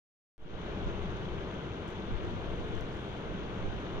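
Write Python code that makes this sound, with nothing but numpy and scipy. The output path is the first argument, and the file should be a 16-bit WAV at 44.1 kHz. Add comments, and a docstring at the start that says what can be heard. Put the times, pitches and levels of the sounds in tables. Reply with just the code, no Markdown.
"""A wide river from its rocky bank

After a moment of silence, the deep, steady rush of the current fades in with a soft thump.
Countless small bubbles ring in the water, and a few droplets splash at the rocks.
A light breeze rumbles on the two microphone openings, and the hand holding the recorder
makes a few faint ticks and brushes against its case."""
import sys
import numpy as np
from scipy import signal
from scipy.fft import rfft, irfft
from scipy.io import wavfile

SR = 44100
rng = np.random.default_rng(int(sys.argv[2]) if len(sys.argv) > 2 else 0)


def generate_wav(sig):
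    """Save sig (samples, or channels by samples) to the path in sys.argv[1] as 16-bit PCM at SR."""
    pcm = np.round(np.clip(np.atleast_2d(sig).T, -1, 1) * 32767).astype(np.int16)
    wavfile.write(sys.argv[1], SR, pcm)


N = 176400
T = np.arange(N) / SR
HZ = np.maximum(np.arange(N // 2 + 1) * SR / N, 1)


def river(level_db=-38.5, bubble_mix_db=-8.5, slosh_db=-0.11, sloshes_per_s=25):
    """Current and bubbles swell together and reach the right side just before the left."""
    # tone of the rushing water: f/Hz, relative level/dB
    rush_tone = [(30, -3.5), (60, 0), (95, .5), (125, 1.5), (155, -1), (190, 2), (240, -5), (280, -4),
                 (322, -1), (410, -2.5), (470, -4), (515, -8), (650, -9), (740, -12), (1050, -13),
                 (1300, -14.5), (1570, -14.5), (1850, -20), (2600, -22), (3050, -19.5), (3500, -21),
                 (4100, -29.4), (5000, -39), (5600, -38), (6400, -35.5), (7500, -52), (9000, -55.5),
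                 (11000, -63), (15500, -64.5)]
    # how the two sides compare: f/Hz, likeness (0 to 1), head start of the left/radians
    sides = [(60, .85, -.1), (170, .97, -.15), (245, .88, -.2), (400, .93, -.3), (620, .64, -.6),
             (770, .32, -.9), (900, .52, -.6), (1300, .55, -1.7), (1420, .55, -1.3), (1600, .62, -1.7),
             (1780, .38, -2.2), (1900, .22, -1.4), (2200, .42, -.1), (3300, .45, -2.7), (4000, .3, -3.6),
             (5000, .13, -5.6), (10000, .1, -6.3)]
    # how much louder the water is on the left: f/Hz, left minus right/dB
    balance = [(150, 2.2), (450, 2.5), (800, 2.1), (2300, 1.4), (3300, 10), (5000, 5.5), (6300, 19),
               (8400, -3.5), (11000, 0.5)]
    # strength of the flow: t/s, level change/dB
    flow = [(.7, .5), (1.1, 0.6), (1.7, -0.77), (2.3, 0.15), (2.7, 0.13), (3.15, -0.1), (3.7, .4),
            (4.0, 0.6)]
    left, unrelated = (rfft(current() + from_db(bubble_mix_db) * bubbles()) for _ in range(2))
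    alike, left_lead = at_hz(sides)
    right = (alike * left + np.sqrt(1 - alike ** 2) * unrelated) * np.exp(-1j * left_lead)
    water = irfft(np.array([left, right]) * pan(at_hz(balance)[0]), N)
    slosh = slosh_db * drift(sloshes_per_s)
    return coloured(water, rush_tone) * from_db(level_db + in_time(flow) + slosh)


def current(bands=14, churn_db=1.01, churns_per_s=11):
    """Swirling water: noise split into bands from low to high, each swelling by itself."""
    noise = rfft(rng.standard_normal(N))
    band_number = np.interp(np.log(HZ), np.log([100, 9000]), [0, bands - 1])
    rush = np.zeros(N)
    for k in range(bands):
        band = irfft(noise * np.maximum(1 - abs(band_number - k), 0), N)
        rush += band * from_db(churn_db * drift(churns_per_s))
    return rms_one(rush)


def bubbles(per_s=1500, low_hz=300, high_hz=7000, spread_db=4, ring_cycles=12.6, rise=0.077):
    """Bubbles of all sizes ring briefly, rising in pitch as they reach the surface."""
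    fizz = np.zeros(N + SR)
    for when, pitch, strength, sign in rng.random((int(per_s * N / SR), 4)):
        hz = (np.sqrt(low_hz) + pitch * (np.sqrt(high_hz) - np.sqrt(low_hz))) ** 2
        life = ring_cycles / hz
        t = np.arange(int(life * SR)) / SR
        boost_db = spread_db * min(-np.log(1 - strength), 4.5)  # most are weak, a few stand out
        gain = from_db(boost_db) * hz ** .75 * np.sign(sign - .5)
        tone = np.sin(2 * np.pi * hz * t * (1 + rise * t / life))
        start = int(when * N)
        fizz[start:start + len(t)] += gain * np.exp(-np.log(1000) * t / life) * tone
    return rms_one(fizz[:N]) * np.sqrt(2 * high_hz / SR)


def breeze():
    """Gusts of air rumble on each microphone opening separately."""
    # strength of the gusts: t/s, left level/dB, right level/dB
    gusts = [(.5, -54, -35), (.62, -46, -44), (.79, -42, -50), (.87, -38, -35), (.95, -36, -46),
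             (1.02, -36, -52), (1.16, -50, -39), (1.37, -38, -51), (1.55, -59, -56), (1.85, -49, -47),
             (2.06, -48, -54), (2.12, -25.5, -36), (2.2, -37, -39), (2.4, -41, -43), (2.54, -36, -38),
             (2.67, -49, -41.5), (2.77, -33, -48), (2.88, -46, -46), (3.12, -53, -58), (3.22, -56, -52),
             (3.31, -45, -39), (3.45, -50, -44), (3.57, -48, -46), (3.67, -46, -31.5), (3.85, -47, -43.5),
             (4.0, -40, -36)]
    # tone of the rumble: f/Hz, relative level/dB
    rumble_tone = [(3, -10.5), (12, 6), (28, -4.5), (50, 1), (80, -14.5), (140, -20), (300, -40),
                   (1000, -83.5)]
    times, *sides_db = np.transpose(gusts)
    rumble = coloured(rng.standard_normal((2, N)), rumble_tone)
    return rumble * from_db([np.interp(T, times, db) for db in sides_db])


def droplets(ring_s=0.016, left_louder_db=9):
    """Droplets hit the rocks in tiny, bright splashes."""
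    # the splashes: t/s, level/dB
    drops = [(0.883, -58), (1.169, -61), (1.541, -58), (2.752, -57), (2.7676, -60), (2.969, -58)]
    # tone of a splash: f/Hz, relative level/dB
    splash_tone = [(2000, -14), (4500, -1), (6300, 10), (8000, -12), (11000, -30), (15500, -23)]
    spray = coloured(rng.standard_normal((2, N)), splash_tone) * pan(left_louder_db)
    return spray * sum(from_db(db) * burst(start, ring_s) for start, db in drops)


def handling(grain_db=3.0, grains_per_s=50):
    """The case ticks in the hand, and fingers brush it with a faint, grainy hiss."""
    # ticks of the case: t/s, level/dB, left minus right/dB, ring time/s
    ticks = [(1.8785, -56, 1, .012), (1.888, -58, -.5, .016), (1.902, -64, 0, .07),
             (2.8095, -48, 1, 0.0079)]
    # tone of a tick: f/Hz, relative level/dB
    tick_tone = [(1500, -12), (4000, -6), (6000, 7), (9000, -5), (12000, -12), (15500, -11)]
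    # strength of the brushing: t/s, level/dB
    grip = [(2.18, -100), (2.25, -79), (2.42, -90), (2.62, -79), (2.8, -83), (2.97, -80.5), (3.15, -82),
            (3.3, -100)]
    # tone of the brushing: f/Hz, relative level/dB
    brush_tone = [(3000, -21.5), (6500, -2), (9000, -6), (10500, -14), (15500, -18)]
    crack = coloured(rng.standard_normal((2, N)), tick_tone)
    tick_gain = sum(pan(side) * from_db(db) * burst(start, ring) for start, db, side, ring in ticks)
    brush = coloured(rng.standard_normal((2, N)), brush_tone)
    brush_gain = from_db(in_time(grip) + grain_db * drift(grains_per_s))
    return crack * tick_gain + brush * brush_gain


def from_db(db):
    """Turn decibels into a number to multiply by."""
    return 10 ** (np.asarray(db) / 20)


def rms_one(x):
    """Scale a signal to an average power of 1."""
    return x / np.sqrt(np.mean(x ** 2) + 1e-20)


def in_time(rows):
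    """Join the points of a time table with straight lines."""
    return np.interp(T, *np.transpose(rows))


def at_hz(rows):
    """Read each column of a frequency table at every frequency."""
    hz, *columns = np.transpose(rows)
    return [np.interp(np.log(HZ), np.log(hz), column) for column in columns]


def coloured(x, tone):
    """Shape a signal with a tone table, then scale its power to 1."""
    return rms_one(irfft(rfft(x) * from_db(at_hz(tone)[0]), N))


def pan(db):
    """Left and right gains, db apart, that keep the total power."""
    right = np.sqrt(2 / (1 + from_db(db) ** 2))
    return np.array([right * from_db(db), right]).reshape(2, -1)


def drift(rate_hz):
    """A smooth random wobble with a typical size of 1."""
    hz = np.arange(1001) * SR / N
    slow = rms_one(irfft(rfft(rng.standard_normal(2000)) / (1 + (hz / rate_hz) ** 2)))
    return np.interp(np.linspace(0, len(slow) - 1, N), np.arange(len(slow)), slow)


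def burst(start_s, ring_s):
    """A sudden start that dies away by 60 dB in the ring time."""
    return (T >= start_s) * np.exp(-np.log(1000) * np.clip((T - start_s) / ring_s, 0, 10))


def scene():
    """River, breeze, droplets and hand, heard together."""
    return river() + breeze() + droplets() + handling()


def record(dry, start_s=0.38, fade_s=0.31, step_s=.01, first_gain=.06, cutoff_hz=15700):
    """The sound fades in by small steps with a soft thump; the highest treble is cut."""
    since = np.maximum(T - start_s, 0)
    fade = (T >= start_s) * np.minimum(first_gain + np.floor(since / step_s) * step_s / fade_s, 1)
    thump = 0.054 * np.exp(-since / .08)
    treble_cut = signal.ellip(10, .1, 70, cutoff_hz, fs=SR, output="sos")
    return signal.sosfilt(treble_cut, (dry + thump) * fade)


dry = scene()
out = record(dry)
generate_wav(out)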